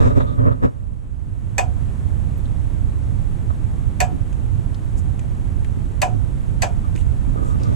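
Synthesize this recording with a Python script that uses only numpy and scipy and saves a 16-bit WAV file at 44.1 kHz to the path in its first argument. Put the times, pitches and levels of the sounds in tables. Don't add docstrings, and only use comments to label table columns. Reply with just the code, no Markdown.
import sys
import numpy as np
from scipy import signal
from scipy.fft import rfft, irfft, next_fast_len
from scipy.io import wavfile

SR = 44100
rng = np.random.default_rng(int(sys.argv[2]) if len(sys.argv) > 2 else 0)


def waveform_to_disk(signal):
    frames = np.transpose(np.atleast_2d(signal))
    scaled = np.clip(frames, -1, 1) * 32767
    samples = np.round(scaled).astype(np.int16)
    wavfile.write(sys.argv[1], SR, samples)


N = 341887
T = np.arange(N) / SR
HZ = np.maximum(np.fft.rfftfreq(N, 1 / SR), 1)

# f/Hz, width/Hz, level/dB
CASE_MODES = [(105, 10.3, -14.5), (168.4, 25, -22.5), (256.4, 14, -16)]


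def undb(db):
    return 10 ** (np.asarray(db) / 20)


def unit(x):
    return x / np.sqrt(np.mean(x ** 2))


def decay(t, t60):
    return np.exp(-np.log(1000) * t / t60)


def over_hz(points, hz=HZ):
    at, value = np.transpose(points)
    return np.interp(np.log(hz), np.log(at), value)


def shape(x, gain):
    n = next_fast_len(N)
    return irfft(rfft(x, n) * np.interp(np.fft.rfftfreq(n, 1 / SR), HZ, gain), n)[..., :N]


def resonance(x, hz, width_hz):
    return signal.lfilter(*signal.iirpeak(hz, hz / width_hz, fs=SR), x)


def band(x, hz, width_hz, widen=1):
    return resonance(resonance(x, hz, width_hz), hz, widen * width_hz)


def pan(db):
    return undb(np.array([[1], [-1]]) * db / 2)


def ports(mid, side, like):
    return (np.sqrt(1 + like) * mid + np.sqrt(1 - like) * side * np.array([[1], [-1]])) / np.sqrt(2)


def port_noise(t, like):
    return ports(*rng.standard_normal((2, len(t))), like)


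def add(out, start, x):
    i = int(start * SR)
    out[:, i:i + x.shape[1]] += x[:, :N - i]


def walk(rate_hz):
    return unit(shape(rng.standard_normal(N), (HZ > 1) / (1 + (HZ / rate_hz) ** 4)))


def slips(per_s, spread_db):
    moments = rng.random(N) < per_s / SR
    return unit(moments * rng.standard_normal(N) * undb(spread_db * rng.standard_normal(N)))


def stroke(middle, half, db):
    return undb(db) * np.exp(-((T - middle) / half) ** 2 / 2)


def background_db(hushed_s=0.81, return_s=1.11, return_db_per_s=14, lift_s=6.1, lift_db_per_s=1):
    hush = np.interp(T, [0, hushed_s], [0.5, -9.5]) + return_db_per_s * np.maximum(T - return_s, 0)
    return np.minimum(hush, 0) + lift_db_per_s * np.maximum(T - lift_s, 0)


def machine(base_db=-22.5, bass_hz=240, bass_db=-0.5, throb_db=1, bass_share=0.79):
    # f/Hz, level/dB
    colour = [(12, -18), (20, -0.5), (55, 1), (108, .5), (140, -7), (235, -18), (420, -30), (800, -32.5),
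              (2000, -45), (3500, -52.5), (5000, -60.5), (7900, -54), (10500, -59.5), (15000, -76)]
    # f/Hz, likeness
    likeness = [(60, -0.31), (130, -0.44), (290, 0.87), (640, -0.36), (1410, -0.27), (3090, 0.3),
                (6800, 0.73), (15000, 1)]
    # f/Hz, left minus right/dB
    balance = [(60, -9), (110, -10.5), (200, -2.5), (380, -4), (700, -3), (1290, 2.5), (2380, 0),
               (4390, -0.5), (8110, -3), (15000, 2.5)]
    spectrum = ports(*rfft(rng.standard_normal((2, N))), over_hz(likeness))
    sound = irfft(spectrum * pan(over_hz(balance)) * undb(over_hz(colour)) * (HZ > 12), N)
    sound = sound * undb(base_db) / np.std(sound.mean(axis=0))
    bass = shape(sound, 1 / (1 + (HZ / bass_hz) ** 4))
    dip_db = -18 * stroke(middle=0.71, half=0.03, db=0)
    throb = undb(bass_db + throb_db * walk(rate_hz=23) + dip_db)
    level_db = background_db()
    return undb(level_db) * (sound - bass) + undb(bass_share * level_db) * throb * bass


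def slide(start, attack, length, db, release_s=0.016):
    swell = np.sin(np.pi / 2 * np.clip((T - start) / attack, 0, 1)) ** 2
    return undb(db) * swell * np.exp(-np.maximum(T - start - length, 0) / release_s)


def fingers(creep_db=-26, creep_until_s=0.31, creep_fade_s=0.26):
    # t/s, attack/s, length/s, level/dB, relative scratch/dB,
    # relative rustle/dB
    rubs = [(-.03, 0.023, 0.11, -16, -19, -14.5), (0.092, 0.014, .02, -27, -18, -6),
            (0.146, 0.028, 0.039, -17.5, -20.5, -17), (0.197, 0.011, 0.0086, -18.5, -23, -6),
            (0.371, 0.022, 0.055, -20, -45, -23), (0.422, 0.056, 0.062, -12, -42, -23),
            (0.5, 0.016, 0.02, -24.5, -40, -13), (0.613, 0.027, 0.04, -12, -27, -17.5),
            (7.35, 0.018, 0.21, -29.5, -48, -23), (7.589, 0.021, 0.2, -28, -16.5, -25)]
    # middle t/s, half length/s, level/dB, relative rasp/dB
    glides = [(0.042, 0.049, -43, -23), (0.116, 0.006, -34, -24), (0.213, 0.014, -44, -8),
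              (0.287, 0.014, -38.5, -13), (0.333, 0.01, -41.5, -16), (0.394, 0.0084, -44, -27),
              (0.526, 0.0066, -32, -28), (3.508, 0.007, -37, -25), (6.852, 0.01, -38, -25),
              (7.384, 0.011, -37, -30), (7.432, 0.008, -36.5, -26), (7.467, 0.0092, -38, -25),
              (7.512, 0.011, -37, -25), (7.545, 0.01, -42, -25), (7.667, 0.007, -35.5, -32),
              (7.694, 0.0042, -39, -27)]
    press = sum(slide(*timing, db) for *timing, db, _, _ in rubs)
    scratch = sum(slide(*timing, db + scratch_db) for *timing, db, scratch_db, _ in rubs)
    rustle = sum(slide(*timing, db + rustle_db) for *timing, db, _, rustle_db in rubs)
    glide = sum(stroke(*timing, db) for *timing, db, _ in glides)
    glide_rasp = sum(stroke(*timing, db + rasp_db) for *timing, db, rasp_db in glides)
    creep = undb(creep_db) * np.exp(-np.maximum(T - creep_until_s, 0) / creep_fade_s)
    force = (press + creep) * undb(walk(rate_hz=25))
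    squeak = glide + undb(-26) * press + undb(-21) * creep
    rasp = glide_rasp + undb(-17) * scratch
    return force, squeak, rasp, scratch, rustle


def case_boom(force):
    # f/Hz, level/dB
    push_colour = [(20, -14), (45, -22), (75, -8.5), (119, 6.5), (205, -21), (262, 1), (355, -31.5),
                   (587, -10.5), (750, -50), (1000, -33), (1500, -43), (3000, -45), (6500, -89)]
    # f/Hz, level/dB
    rock_colour = [(25, -4), (70, -7), (115, 6), (165, -10), (210, -21), (262, -4.5), (320, -18.5),
                   (420, -6.5), (580, -11), (760, -24.5), (1150, -19), (2200, -40.5), (3500, -66)]
    push = undb(-11) * unit(shape(slips(5000, 0.39), undb(over_hz(push_colour))))
    rock = unit(shape(slips(5000, 1.3), undb(over_hz(rock_colour)) / (1 + (HZ / 4500) ** 6)))
    boom = force * (push + rock * np.array([[1], [-1]]))
    boom += (pan(-9) - 0.5) * resonance(boom, 95, 109)
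    jerks = slips(5000, 5.8)
    for hz, width_hz, db in CASE_MODES:
        steady, driven = band(np.array([jerks, force * jerks]), hz, width_hz, widen=5)
        boom += undb(db) * driven / np.std(steady)
    return boom


def skin_squeak(hz=1215, width_hz=175, tone_db=4, waver=0.0234, lead_rad=2.67):
    friction = unit(band(ports(slips(3000, 3.9), slips(3000, 1.6), like=-0.89), hz, width_hz, widen=2))
    phase = 2 * np.pi * np.cumsum(hz * (1 + waver * walk(rate_hz=90))) / SR
    tone = unit(np.sin(phase + np.array([[lead_rad], [0]])))
    return unit(friction + undb(tone_db) * tone)


def rubbing(rasp_hz=3650, stutter_db=0.5):
    # f/Hz, width/Hz, level/dB
    shell_modes = [(583, 108, 7.5), (976, 110, 3.5), (1310, 215, -2.5), (1606, 160, -4.5), (2350, 220, -24)]
    # f/Hz, level/dB
    hiss_colour = [(300, 23), (950, 16.5), (1700, 10), (2700, 9.5), (3700, -14), (5000, 0.5),
                   (7800, 1), (10000, -15), (14000, -40)]
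    force, squeak_force, rasp_force, hiss_force, rustle_force = fingers()
    boom = case_boom(force)
    squeak = squeak_force * skin_squeak()
    grit = ports(slips(7000, 2.8), slips(7000, 2.5), like=0.082)
    drag = ports(slips(4000, 3), slips(4000, 3), like=-0.7)
    shell = sum(undb(db) * band(drag, hz, width_hz, widen=3) for hz, width_hz, db in shell_modes)
    rustle = rustle_force * unit(shell)
    rasp = rasp_force * unit(band(grit, rasp_hz, 600, widen=1.5))
    hiss = hiss_force * unit(shape(grit, undb(over_hz(hiss_colour))))
    stutter = undb(stutter_db * walk(rate_hz=32))
    return boom + stutter * (squeak + rasp + rustle) + hiss


def fidgets(from_s=2.6, per_s=3.5, first_db=-33.5, growth_db_per_s=1.9, edge_hz=380, fall_s=0.0055):
    starts = from_s + (np.arange(48) + rng.random(48)) / per_s
    levels = first_db + growth_db_per_s * (starts - from_s)
    return [(start, db, edge_hz, fall_s) for start, db in zip(starts, levels) if start < T[-1]]


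def bumps(case_db=5, rise_s=0.0022, body_hz=220, pan_db=-4):
    # t/s, level/dB, upper edge/Hz, fall/s
    firm_bumps = [(.045, -10, 380, 0.017), (.172, -8.5, 417, 0.0099), (.454, -11, 483, 0.014),
                  (0.636, -7.5, 560, 0.011), (3.503, -19, 1150, 0.0035), (4.127, -16, 318, 0.014),
                  (5.768, -17.5, 350, 0.014), (6.145, -18.5, 380, 0.011), (6.947, -19, 394, 0.01),
                  (7.273, -16, 280, 0.013), (7.31, -33, 900, 0.005), (7.356, -16, 695, 0.0054),
                  (7.418, -17, 450, 0.012), (7.545, -15, 240, 0.013), (7.609, -23, 620, .008),
                  (7.68, -16, 258, 0.0088), (7.722, -26, 750, 0.0059)]
    out, t = np.zeros((2, N)), np.arange(SR // 8) / SR
    for start, db, edge_hz, fall_s in firm_bumps + fidgets():
        push = resonance(port_noise(t, like=-0.88), body_hz, edge_hz)
        push = signal.lfilter(*signal.butter(3, [110, edge_hz], "band", fs=SR), push)
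        push *= (1 - np.exp(-t / rise_s)) * np.exp(-t / fall_s)
        bump = push + undb(case_db) * sum(resonance(push, hz, width) for hz, width, _ in CASE_MODES)
        add(out, start, undb(db) * pan(pan_db) * bump / np.abs(bump).max())
    return out


def connector(tick_db=-1, tick_t60=0.035, housing_hz=2050):
    # t/s, level/dB, f/Hz, width/Hz, relative level of the hollow housing/dB
    ticks = [(1.77, -42, 950, 350, -20), (2.379, -47, 13000, 3000, -20), (2.4543, -41, 3600, 500, -16),
             (4.328, -45.5, 6860, 2700, 2.5), (4.745, -42, 3850, 2600, -7), (5.193, -41, 6900, 2700, 2),
             (5.6457, -45.5, 7000, 2700, 7), (6.954, -46, 3630, 1450, 4), (6.9605, -40.5, 6650, 2600, 5.5),
             (6.977, -43, 2480, 1000, -8), (7.012, -46, 2600, 1400, -10), (7.6337, -38, 5000, 3500, -12)]
    # middle t/s, half length/s, level/dB, f/Hz
    scrapes = [(4.987, 0.012, -47.5, 7340), (6.99, .025, -51, 7600), (7, 0.018, -52.5, 2780),
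               (7.478, 0.035, -52.5, 7550), (7.612, 0.014, -56, 2880), (7.636, 0.039, -58, 4980)]
    out, t = np.zeros((2, N)), np.arange(SR // 10) / SR
    for start, db, hz, width_hz, housing_db in ticks:
        contact = port_noise(t, like=0.53)
        tick = unit(band(contact, hz, width_hz))
        housing = undb(housing_db) * unit(band(contact, housing_hz, 1400))
        add(out, start, undb(db + tick_db) * (tick + housing) * decay(t, tick_t60))
    grit = ports(slips(2700, 1.2), slips(2500, 2.6), like=0.74)
    for middle, half, db, hz in scrapes:
        out += stroke(middle, half, db) * unit(band(grit, hz, 0.45 * hz))
    return out


def mode_weights(t, count=200, spacing_hz=129.5, sparse_from_hz=4000, sparse_share=0.53):
    hz = np.fft.rfftfreq(len(t), 1 / SR)
    partials = (np.arange(count) + rng.random(count)) * spacing_hz
    lines = np.histogram(partials, np.append(hz, SR))[0] * spacing_hz / hz[1]
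    share = sparse_share * (hz > sparse_from_hz)
    return np.sqrt(1 - share + share * lines)


def clang(t, weights, build_cycles=0.96):
    # f/Hz, level/dB, t60/s, left minus right/dB, likeness of the ports
    crowd = [(362, -8.5, 0.48, -2, 0.19), (575, 1.5, 0.24, -7.5, 0.57), (774, 9, 0.22, -26, -0.93),
             (845, 0, 0.16, 14, 0.44), (1170, -16, 0.45, -6.5, -0.15), (1720, -3, 0.038, 17, -0.24),
             (2370, -3, 0.14, -3, 0.36), (3260, -16, 0.16, 4.5, 0.84), (4700, -13.5, 0.043, -3, 0.63),
             (5130, -17, 0.16, -1, 0.17), (7600, -14, 0.15, -3, 0.98), (8700, -20.5, 0.14, -4, 0.023),
             (12600, -26.5, 0.051, 4, 0.95), (15900, -43, 0.053, 0, .85)]
    crowd, n = np.array(crowd), len(t)
    hz = np.maximum(np.fft.rfftfreq(n, 1 / SR), 1)
    db, pan_db, like = (over_hz(crowd[:, [0, k]], hz) for k in (1, 3, 4))
    phases = np.exp(2j * np.pi * rng.random((2, len(hz))))
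    spectrum = ports(*phases, like) * weights * undb(db) * pan(pan_db) * np.sqrt(n)
    out = 0
    for centre in 315 * 2 ** (np.arange(18) / 3):
        third = irfft(spectrum * np.maximum(1 - 3 * np.abs(np.log2(hz / centre)), 0), n)
        t60 = over_hz(crowd[:, [0, 2]], centre)
        out += third * decay(t, t60) * (1 - np.exp(-t * centre / build_cycles))
    return out


def mode(t, hz, db, t60, pan_db, lead_rad, turn=0):
    phase = 2 * np.pi * (hz * t + turn) + np.array([[lead_rad], [0]])
    return undb(db) * pan(pan_db) * decay(t, t60) * np.sin(phase)


def ring(t, build_s, low_db, treble_db, shift_hz, beat_hz, twin_db, build_hz=740, scatter_db=1.7):
    # f/Hz, level/dB, t60/s, left minus right/dB,
    # phase between the ports/rad
    plate_modes = [(736, -4, 0.24, -0.5, 0.95), (592, -12.5, 0.12, -20, .5), (623, -9, 0.094, 0, 1.3),
                   (667, -11, 0.09, 11, 1.3), (790, -8, 0.13, -4, 2.8), (843, -6, 0.08, -1, 3.9),
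                   (944, -9.5, 0.15, 6, 1.5), (999, -9.5, 0.16, 5.5, 2), (1150, -23, 0.084, -5, 1.3),
                   (1687, -16.5, 0.14, -4, 1.2), (1790, -14, 0.042, 26, 1.9), (1926, -9, 0.063, 0, 0.86),
                   (2245, -18.5, 0.067, 17, 0.61), (2425, -23.5, 0.2, 16, 3.7),
                   (2472, -6.5, 0.089, 2, 0.78), (2663, -13, 0.068, 4, 0.5), (2920, -19.5, 0.069, 12, 0.4),
                   (3600, -22, 0.095, -3, 0.52), (4320, -17, 0.054, 2, 0.43), (4740, -16, 0.043, -6, 0.89),
                   (6030, -27, 0.083, -17, 1.3), (6130, -15, 0.08, 7, 2.1), (7130, -25, 0.072, 0, .8),
                   (7460, -13, 0.054, -10, 2.7), (7740, -27, 0.1, -4, 0.72), (7810, -19.5, 0.13, 0, 0.37),
                   (8030, -25, 0.094, -1, 0.55), (9230, -30.5, 0.12, 0, 0.56), (11450, -42, 0.12, 0, 0.5),
                   (11960, -41, 0.1, 0, 0.5), (12300, -34, 0.12, 0, 0.5)]
    out = 0
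    for k, (hz, db, *rest) in enumerate(plate_modes):
        size, turn = rng.standard_normal(2)
        db += over_hz([(3000, low_db), (4200, treble_db)], hz)
        if k == 0:
            twin = mode(t, hz + shift_hz - beat_hz, db + twin_db, *rest)
            wave = mode(t, hz + shift_hz, db, *rest) - twin
        else:
            wave = mode(t, hz + shift_hz, db - scatter_db * size, *rest, turn=0.12 * turn)
        out += wave * (1 - np.exp(-(t * hz / (build_s * build_hz)) ** 2))
    return out


def clutch(edge_hz=1250, face_hz=3000, crack_s=0.00036, clack_hz=720, clack_s=0.0065, reverb_t60=0.42):
    # t/s, level/dB, ring/dB, treble/dB, delay until the plate lands flat/s,
    # shift of the modes/Hz, beat of the main mode/Hz, relative level of its twin/dB
    snaps = [(1.5806, 0.5, -0.95, 1, 0.0082, 1, 13, -3), (4.0023, 2.2, -0.9, 0.5, 0.0081, 1.5, 13.7, -0.5),
             (6.0167, 3, -1.5, -1, .0094, 4, 13.2, -2), (6.62, 1.8, -3, 2, 0.011, -12, 29.5, 1)]
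    out, t = np.zeros((2, N)), np.arange(SR // 2) / SR
    weights = mode_weights(t)
    for start, db, ring_db, treble_db, delay, *seating in snaps:
        metal = clang(t, weights)
        edge = signal.lfilter(*signal.butter(2, edge_hz, "high", fs=SR), metal)
        edge += (undb(treble_db) - 1) * resonance(edge, 5600, 3400)
        face = signal.lfilter(*signal.butter(1, face_hz, fs=SR), metal)
        crack = unit(band(port_noise(t, like=0.26), 7800, 7000)) * np.exp(-t / crack_s)
        reverb = unit(resonance(rng.standard_normal((2, len(t))), 1200, 2000)) * decay(t, reverb_t60)
        modes = ring(t, 0.96 * delay, ring_db, treble_db, *seating)
        clack = unit(band(port_noise(t, like=-0.3), clack_hz, 520))
        clack *= (1 - np.exp(-t * clack_hz)) * np.exp(-t / clack_s)
        add(out, start, undb(db) * (undb(-8) * edge + undb(ring_db - 11) * modes + undb(-50) * reverb))
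        add(out, start + 0.002, undb(db - 17) * crack)
        add(out, start + delay, undb(db) * (undb(-13) * face + undb(-15) * clack))
    return out


def scene():
    return clutch() + connector() + rubbing() + bumps() + machine()


def record(dry):
    fade_s, top_hz = 0.004, 15000
    faded = dry * np.sin(np.pi / 2 * np.minimum(np.minimum(T, T[-1] - T) / fade_s, 1)) ** 2
    rounded = faded / (1 + faded ** 6) ** (1 / 6)
    return signal.sosfilt(signal.ellip(8, 0.2, 80, top_hz, fs=SR, output="sos"), rounded)


dry = scene()
out = record(dry)
waveform_to_disk(out)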